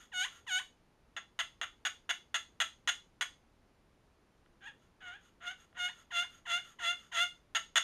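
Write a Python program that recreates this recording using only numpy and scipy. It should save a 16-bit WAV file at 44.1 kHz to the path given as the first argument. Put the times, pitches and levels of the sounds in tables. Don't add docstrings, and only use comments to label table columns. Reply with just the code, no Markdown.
import sys
import numpy as np
from scipy import signal
from scipy.fft import rfft, irfft, next_fast_len
from scipy.io import wavfile
from scipy.ndimage import map_coordinates

SR = 44100
rng = np.random.default_rng(int(sys.argv[2]) if len(sys.argv) > 2 else 0)


def amplitude_ratio(level_db):
    exponent = np.asarray(level_db, float) / 20
    return 10 ** exponent


def generate_wav(signal):
    frames = np.transpose(np.atleast_2d(signal))
    scaled = np.clip(frames, -1, 1) * 32767
    pcm = np.round(scaled).astype(np.int16)
    wavfile.write(sys.argv[1], SR, pcm)


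N = 345300

# frequency_hz, density_db
HUSH_COLOUR = [(12, -39), (20, -1.5), (61, -4.5), (139, -9.5), (235, -9.5), (302, -11.5), (357, -12),
               (753, -18.5), (818, -17.5), (1420, -22), (1550, -22.5), (12000, -41.5), (15000, -57)]
# frequency_hz, rms_db
WHINE = (11800, -103)
# centre_hz, width_hz
HOUSING_DIP = (7850, 420)
# frequency_hz, t60_s
ROOM_DECAY = [(400, 0.15), (1000, 0.24), (1500, 0.18), (2200, 0.23), (3400, 0.24), (5000, 0.31),
              (7000, 0.25), (12000, 0.27)]
# centre_hz, width_hz, level_db
BOX_MODES = [(657, 430, -10.5), (920, 146, -5), (1349, 291, 4), (1893, 263.5, 5.5), (2100, 213, 3),
             (2897, 204, 4.5), (3450, 191, 2.5), (4036, 783, -10.5), (4814, 210, -11.5), (6530, 430, -11),
             (7300, 100, -42.5), (8120, 170, -24), (11940, 490, -27)]
# centre_hz, width_hz, level_db
PLATE_MODES = [(1351, 31, -18.5), (3420, 38, -0.5), (6600, 67, -6.5)]
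# centre_hz, width_hz, level_db
THUD_MODE = (430, 330, -15)
# centre_hz, width_hz, level_db
SQUEAK_MODE = (1373, 60, 10)
# frequency_hz, level_db
CRACK_COLOUR = [(11000, -88), (12300, -36), (14800, -35.5), (15800, -56.5)]
# frequency_hz, level_db
DRAG_COLOUR = [(300, 5), (1500, -6), (4000, -3), (7000, 7), (12000, 10)]
# frequency_hz, level_db
GRIT_COLOUR = [(300, -12.5), (1500, -4.5), (3000, 3.4), (4500, 1.5), (7000, 10), (9000, 10), (12000, 5)]
# frequency_hz, level_db
SLIP_COLOUR = [(300, 14), (1000, 0), (3500, -0.95), (5000, -7), (7000, -4), (8500, 0), (12000, -5)]
# start_s, length_s, level_db
RETURN_STROKES = [
    (-.06, 0.13, -56.5),
    (0.289, 0.13, -58),
    (4.77, 0.12, -73.5),
    (5.206, 0.1, -65.5),
    (5.57, 0.087, -62.5),
    (5.931, 0.11, -60),
    (6.284, 0.12, -61),
    (6.622, 0.12, -58),
    (6.949, 0.15, -61.5),
    (7.305, 0.093, -72),
]
# start_s, peak_db
TOUCHES = [
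    (4.461, -61),
    (5.728, -61),
]
# start_s, peak_db, length_s, swell_db, strike_db
JABS = [(1.165, -24, 0.022, -3, -11), (1.39, -18.5, 0.025, 2.5, -15), (1.614, -21.5, 0.033, -3, 9.5),
        (1.851, -18.5, 0.025, 4, 0.5), (2.092, -19.5, 0.022, 9, 3), (2.343, -17, 0.026, -1.5, 0.5),
        (2.602, -17, 0.025, 4.5, 4), (2.875, -16.5, 0.027, 4, -3), (3.21, -16.5, 0.022, -1.5, 3.5),
        (7.549, -17.5, 0.028, 2.5, 0), (7.757, -12.5, 0.029, 5, -1)]
# start_s, rise_s, fall_s, peak_db
CHATTERS = [
    (5.05, 0.034, 0.063, -62),
    (5.765, 0.0043, 0.053, -51),
    (6.116, 0.0043, 0.077, -57),
    (6.47, 0.044, 0.011, -44),
    (6.799, .035, .05, -40),
    (7.126, 0.032, 0.043, -39),
]
# time_s, slip_rate_hz, level_db
LIGHT_YELPS = [
    [(4.608, 812, -67), (4.64, 778, -52.5), (4.662, 820, -47.5), (4.673, 957, -47.5), (4.685, 846, -45.5),
     (4.71, 787, -68), (4.73, 765, -73)],
    [(5.005, 876, -60), (5.02, 759, -56), (5.085, 712, -46.5), (5.115, 723, -53), (5.14, 773, -50),
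     (5.168, 872, -60.5), (5.18, 772, -70), (5.215, 770, -69)],
    [(5.403, 697, -67), (5.42, 700.6, -54), (5.452, 719, -46.5), (5.478, 701, -36), (5.5, 750, -44),
     (5.515, 754, -42), (5.54, 750, -63)],
    [(5.745, 699, -69), (5.778, 734.4, -46.5), (5.8, 713, -36), (5.855, 721, -33), (5.878, 724.4, -39),
     (5.893, 920, -42), (5.902, 1040, -48)],
]
# start_s, length_s, locked_rate_hz, peak_db, roll_0_to_1 (swing of the peg round its oval)
FIRM_YELPS = [
    (6.105, 0.15, 685.7, -30, 0.72),
    (6.453, 0.15, 685.2, -30.5, 0.44),
    (6.786, .16, 680.2, -31, 0.12),
    (7.115, 0.15, 672, -28.5, 0),
]
# time_s, slip_rate_hz, level_db
ROUND_YELPS = [
    [(0.117, 996, -64), (.122, 938, -54), (.138, 739, -42.5), (.175, 727, -35.5), (.215, 741.5, -31.5),
     (.238, 807, -33), (.252, 1032, -37), (.264, 1210, -47)],
    [(.466, 1070, -54), (.47, 1015, -47.5), (.48, 921, -41.5), (.503, 761, -37.5), (.52, 734.6, -34.5),
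     (.56, 738.7, -32), (.585, 764, -32), (.597, 1010, -41.5), (.607, 1100, -46)],
]

SMOOTH = .02
FRAY = 0.24
SHINE_DB = 2


def along(points, hz):
    f, v = np.transpose(points)
    return np.interp(np.log(hz + 1), np.log(f + 1), v)


def filtered(x, response):
    m = next_fast_len(len(x) + SR // 2)
    spectrum = rfft(x, m) * response(np.fft.rfftfreq(m, 1 / SR))
    return irfft(spectrum, m)[:len(x)]


def coloured(x, points):
    return filtered(x, lambda f: amplitude_ratio(along(points, f)))


def resonance(f, centre_hz, width_hz, db):
    return amplitude_ratio(db) * 1j * f * width_hz / (centre_hz ** 2 - f * f + 1j * f * width_hz)


def hush():
    noise = filtered(rng.standard_normal(N),
                     lambda f: amplitude_ratio(along(HUSH_COLOUR, f)) / (1 + (f / 12700) ** 30))
    hz, rms_db = WHINE
    line = np.sqrt(2) * amplitude_ratio(rms_db) * np.sin(2 * np.pi * hz * np.arange(N) / SR)
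    return amplitude_ratio(-68.5) * noise / noise.std() + line


def room(x):
    hz, t, z = signal.stft(rng.standard_normal(SR // 2), SR, nperseg=256)
    decay = amplitude_ratio(-60 * t / along(ROOM_DECAY, hz)[:, None])
    tail = signal.istft(z * decay, SR, nperseg=256)[1]
    delayed = np.pad(x, (150, 0))
    return signal.fftconvolve(delayed, tail / np.linalg.norm(tail))[:N]


def box(f):
    ring = sum((-1) ** k * resonance(f, *row) for k, row in enumerate(BOX_MODES))
    first, second, third = [resonance(f, *row) for row in PLATE_MODES]
    ring = ring + first + second - third
    ring = ring * (1j * f / 520) ** 2 / (1 + 1j * f / 520) ** 2
    ring = ring * (amplitude_ratio(-36) + amplitude_ratio(-13) / (1 + (f / 13300) ** 60) + 1 / (1 + (f / 12250) ** 60))
    return ring / np.sqrt(np.mean(abs(ring) ** 2))


def returns():
    t = np.arange(N) / SR
    touch = np.zeros(N)
    for s, length, db in RETURN_STROKES:
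        touch += amplitude_ratio(db) * np.sin(np.pi * np.clip((t - s) / length, 0, 1)) ** 0.59
    clumps = amplitude_ratio(1.23 * map_coordinates(rng.standard_normal(N // 400 + 4), [np.arange(N) / 400]))
    squeak = lambda f: 1 + resonance(f, *SQUEAK_MODE)
    return filtered(touch * clumps * rng.standard_normal(N),
                    lambda f: amplitude_ratio(along(DRAG_COLOUR, f)) * squeak(f))


def stroke(rows):
    s, *cols = np.transpose(rows)
    at = np.arange(round(s[0] * SR), min(round(s[-1] * SR), N))
    rate_hz, db, rough = [np.interp(at / SR, s, c) for c in cols]
    rough = np.clip(rough, 0, .95)
    chance = rng.standard_normal((400, 3))
    sand = rng.standard_normal(SR // 2)[:len(at)]

    wander = map_coordinates(chance[:, 0], [np.arange(len(at)) * 260 / SR])
    turns = np.cumsum(rate_hz * (1 + 0.076 * rough * wander)) / SR
    whole = np.arange(int(turns[-1]))
    jitter = chance[whole, 1] * (0.005 + 0.12 * np.interp(whole, turns, rough))
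    when = np.interp(whole + jitter, turns, at)
    gain = amplitude_ratio(db) * np.sqrt((1 - rough) * SR / rate_hz)
    size = np.interp(when, at, gain) * amplitude_ratio(chance[whole, 2] * 4.5 * np.interp(when, at, rough))

    spots = when.astype(int)[:, None] + np.arange(-8, 9)
    lag = spots - when[:, None]
    shape = size[:, None] * np.sinc(lag) * np.cos(lag * np.pi / 18) ** 2
    slips = np.bincount(spots.ravel(), shape.ravel(), N + SR)

    sharp = np.clip(1 + (np.interp(np.arange(N + SR), at, db) + 36.5) / 22, .05, 1)
    gate = 1 + 0.64 * np.cos(2 * np.pi * turns)
    dust = 0.47 * amplitude_ratio(db) * np.sqrt(rough + 0.002) * gate * sand
    grit = np.bincount(at, dust, N + SR) * sharp ** .4
    return np.array([sharp * slips, (1 - sharp) * slips, grit])


def chatter(s, rise, fall, db):
    loose = 0.23
    curve = [(0, -14, loose), (rise, 0, .5 * loose), (rise + fall, -20, loose)]
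    return [(s + t, 950 - 700 * t, db + under_db, rough) for t, under_db, rough in curve]


def jab(s, db, length, swell_db):
    db = db - 13.5
    high_hz = 930 + 25 * rng.standard_normal()
    low_hz = 680 + 18 * rng.standard_normal()
    high = [(s, 1.04 * high_hz, db + .3, .4),
            (s + .6 * length, 0.87 * high_hz, db + swell_db / 2 - 0.5, .4),
            (s + length, 0.74 * high_hz, db - 7.0, .4)]
    low = [(s, low_hz, db - 7.0, .4),
           (s + 0.91 * length, low_hz, db + swell_db - 3.0, .33),
           (s + length, low_hz, db + swell_db - 9.5, .3),
           (s + length + .006, low_hz, db - 11.0, .5)]
    return stroke(high) + stroke(low)


def light_yelp(rows):
    peak_db, peak_s = max((db, s) for s, hz, db in rows)
    weak = .005 * (-33 - peak_db)
    curve = []
    for s, hz, db in rows:
        blur = SMOOTH + .04 * max(peak_db - db - 4, 0)
        limit = 0.435 if s < peak_s else 0.51 * FRAY
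        curve.append((s, hz, db, min(blur, limit) + weak))
    return curve, 1.5


def firm_yelp(s, length, hz, db, roll):
    land_s, grab_s = .0025, 0.0077
    grab_hz, grab_db = 1016, db - 19
    rasp = SMOOTH + 0.36 * max(1 - roll, 0)
    push = .007 * (db + 31)
    ease = 1.035 + push
    curve = [(s, grab_hz, grab_db - 13, SMOOTH),
             (s + land_s, grab_hz, grab_db, 0.18 * rasp),
             (s + land_s + grab_s, 870, db - 14, 0.47 * rasp),
             (s + land_s + 2 * grab_s, 1.03 * hz, db - 14, rasp),
             (s + 0.413 * length, hz, db - 1.5, .62 * rasp),
             (s + .62 * length, (1.014 + push) * hz, db, SMOOTH),
             (s + 0.8 * length, (1.035 + 1.5 * push) * hz, db - 0.1 - 10.5 * roll, SMOOTH),
             (s + .91 * length, (ease + 0.253 * roll) * hz, db - 15.5, 0.67 * FRAY),
             (s + length, (ease + 0.85 * roll) * hz, db - 33, FRAY)]
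    return curve, SHINE_DB + .6 * (db + 30.5)


def round_yelp(rows):
    locked_hz = min(hz for s, hz, db in rows)
    curve = [(s, hz, db, .012 + 0.72 * (hz / locked_hz - 1) ** 2) for s, hz, db in rows]
    return curve, SHINE_DB + 4


def peg():
    draws, jabs = np.zeros((3, N + SR)), np.zeros((3, N + SR))
    shine = np.zeros(N + SR)
    yelps = [round_yelp(rows) for rows in ROUND_YELPS]
    yelps += [firm_yelp(*row) for row in FIRM_YELPS]
    yelps += [light_yelp(rows) for rows in LIGHT_YELPS]
    for rows, bright_db in sorted(yelps):
        draws += stroke(rows)
        start = round(rows[0][0] * SR)
        shine[start:start + SR // 5] = amplitude_ratio(bright_db) - 1
    for row in CHATTERS:
        draws += stroke(chatter(*row))
    for s, db, length, swell_db, strike_db in JABS:
        start = round(s * SR)
        jabs[0, start] = amplitude_ratio(db + strike_db)
        jabs += jab(s, db, length, swell_db)
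        bright_db = min(1.04 * (db + 21), 4.5)
        shine[start:start + SR // 10] = amplitude_ratio(bright_db) - 1
    for s, db in TOUCHES:
        draws[1, round(s * SR)] = amplitude_ratio(db + 14)

    sharp, blunt, grit = draws + jabs
    slips = sharp + 3.3 * filtered(blunt, lambda f: 1 / (1 + 1j * f / 2400) ** 2)
    both = coloured(slips, SLIP_COLOUR) + coloured(grit, GRIT_COLOUR)
    squeak = filtered(both * shine, lambda f: 1 / (1 + (4500 / (f + 1)) ** 6))
    return (both + squeak)[:N], jabs.sum(axis=0)[:N]


def scene():
    force, jabs = peg()
    drag = returns()
    thud = filtered(jabs, lambda f: resonance(f, *THUD_MODE))
    crack = coloured(jabs + amplitude_ratio(1) * drag, CRACK_COLOUR)
    call = filtered(force + drag, box) + thud + crack
    return (amplitude_ratio(-1.0) * call + amplitude_ratio(-7) * room(call) + hush())[None]


def band_limit(x):
    return signal.sosfilt(signal.butter(12, 15590, fs=SR, output="sos"), x)


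def record(dry):
    c, w = HOUSING_DIP
    dip = lambda f: (c * c - f * f + .08j * f * w) / (c * c - f * f + 1j * f * w)
    mix = filtered(dry[0], dip)[None]
    return band_limit(mix)


dry = scene()
out = record(dry)
generate_wav(out)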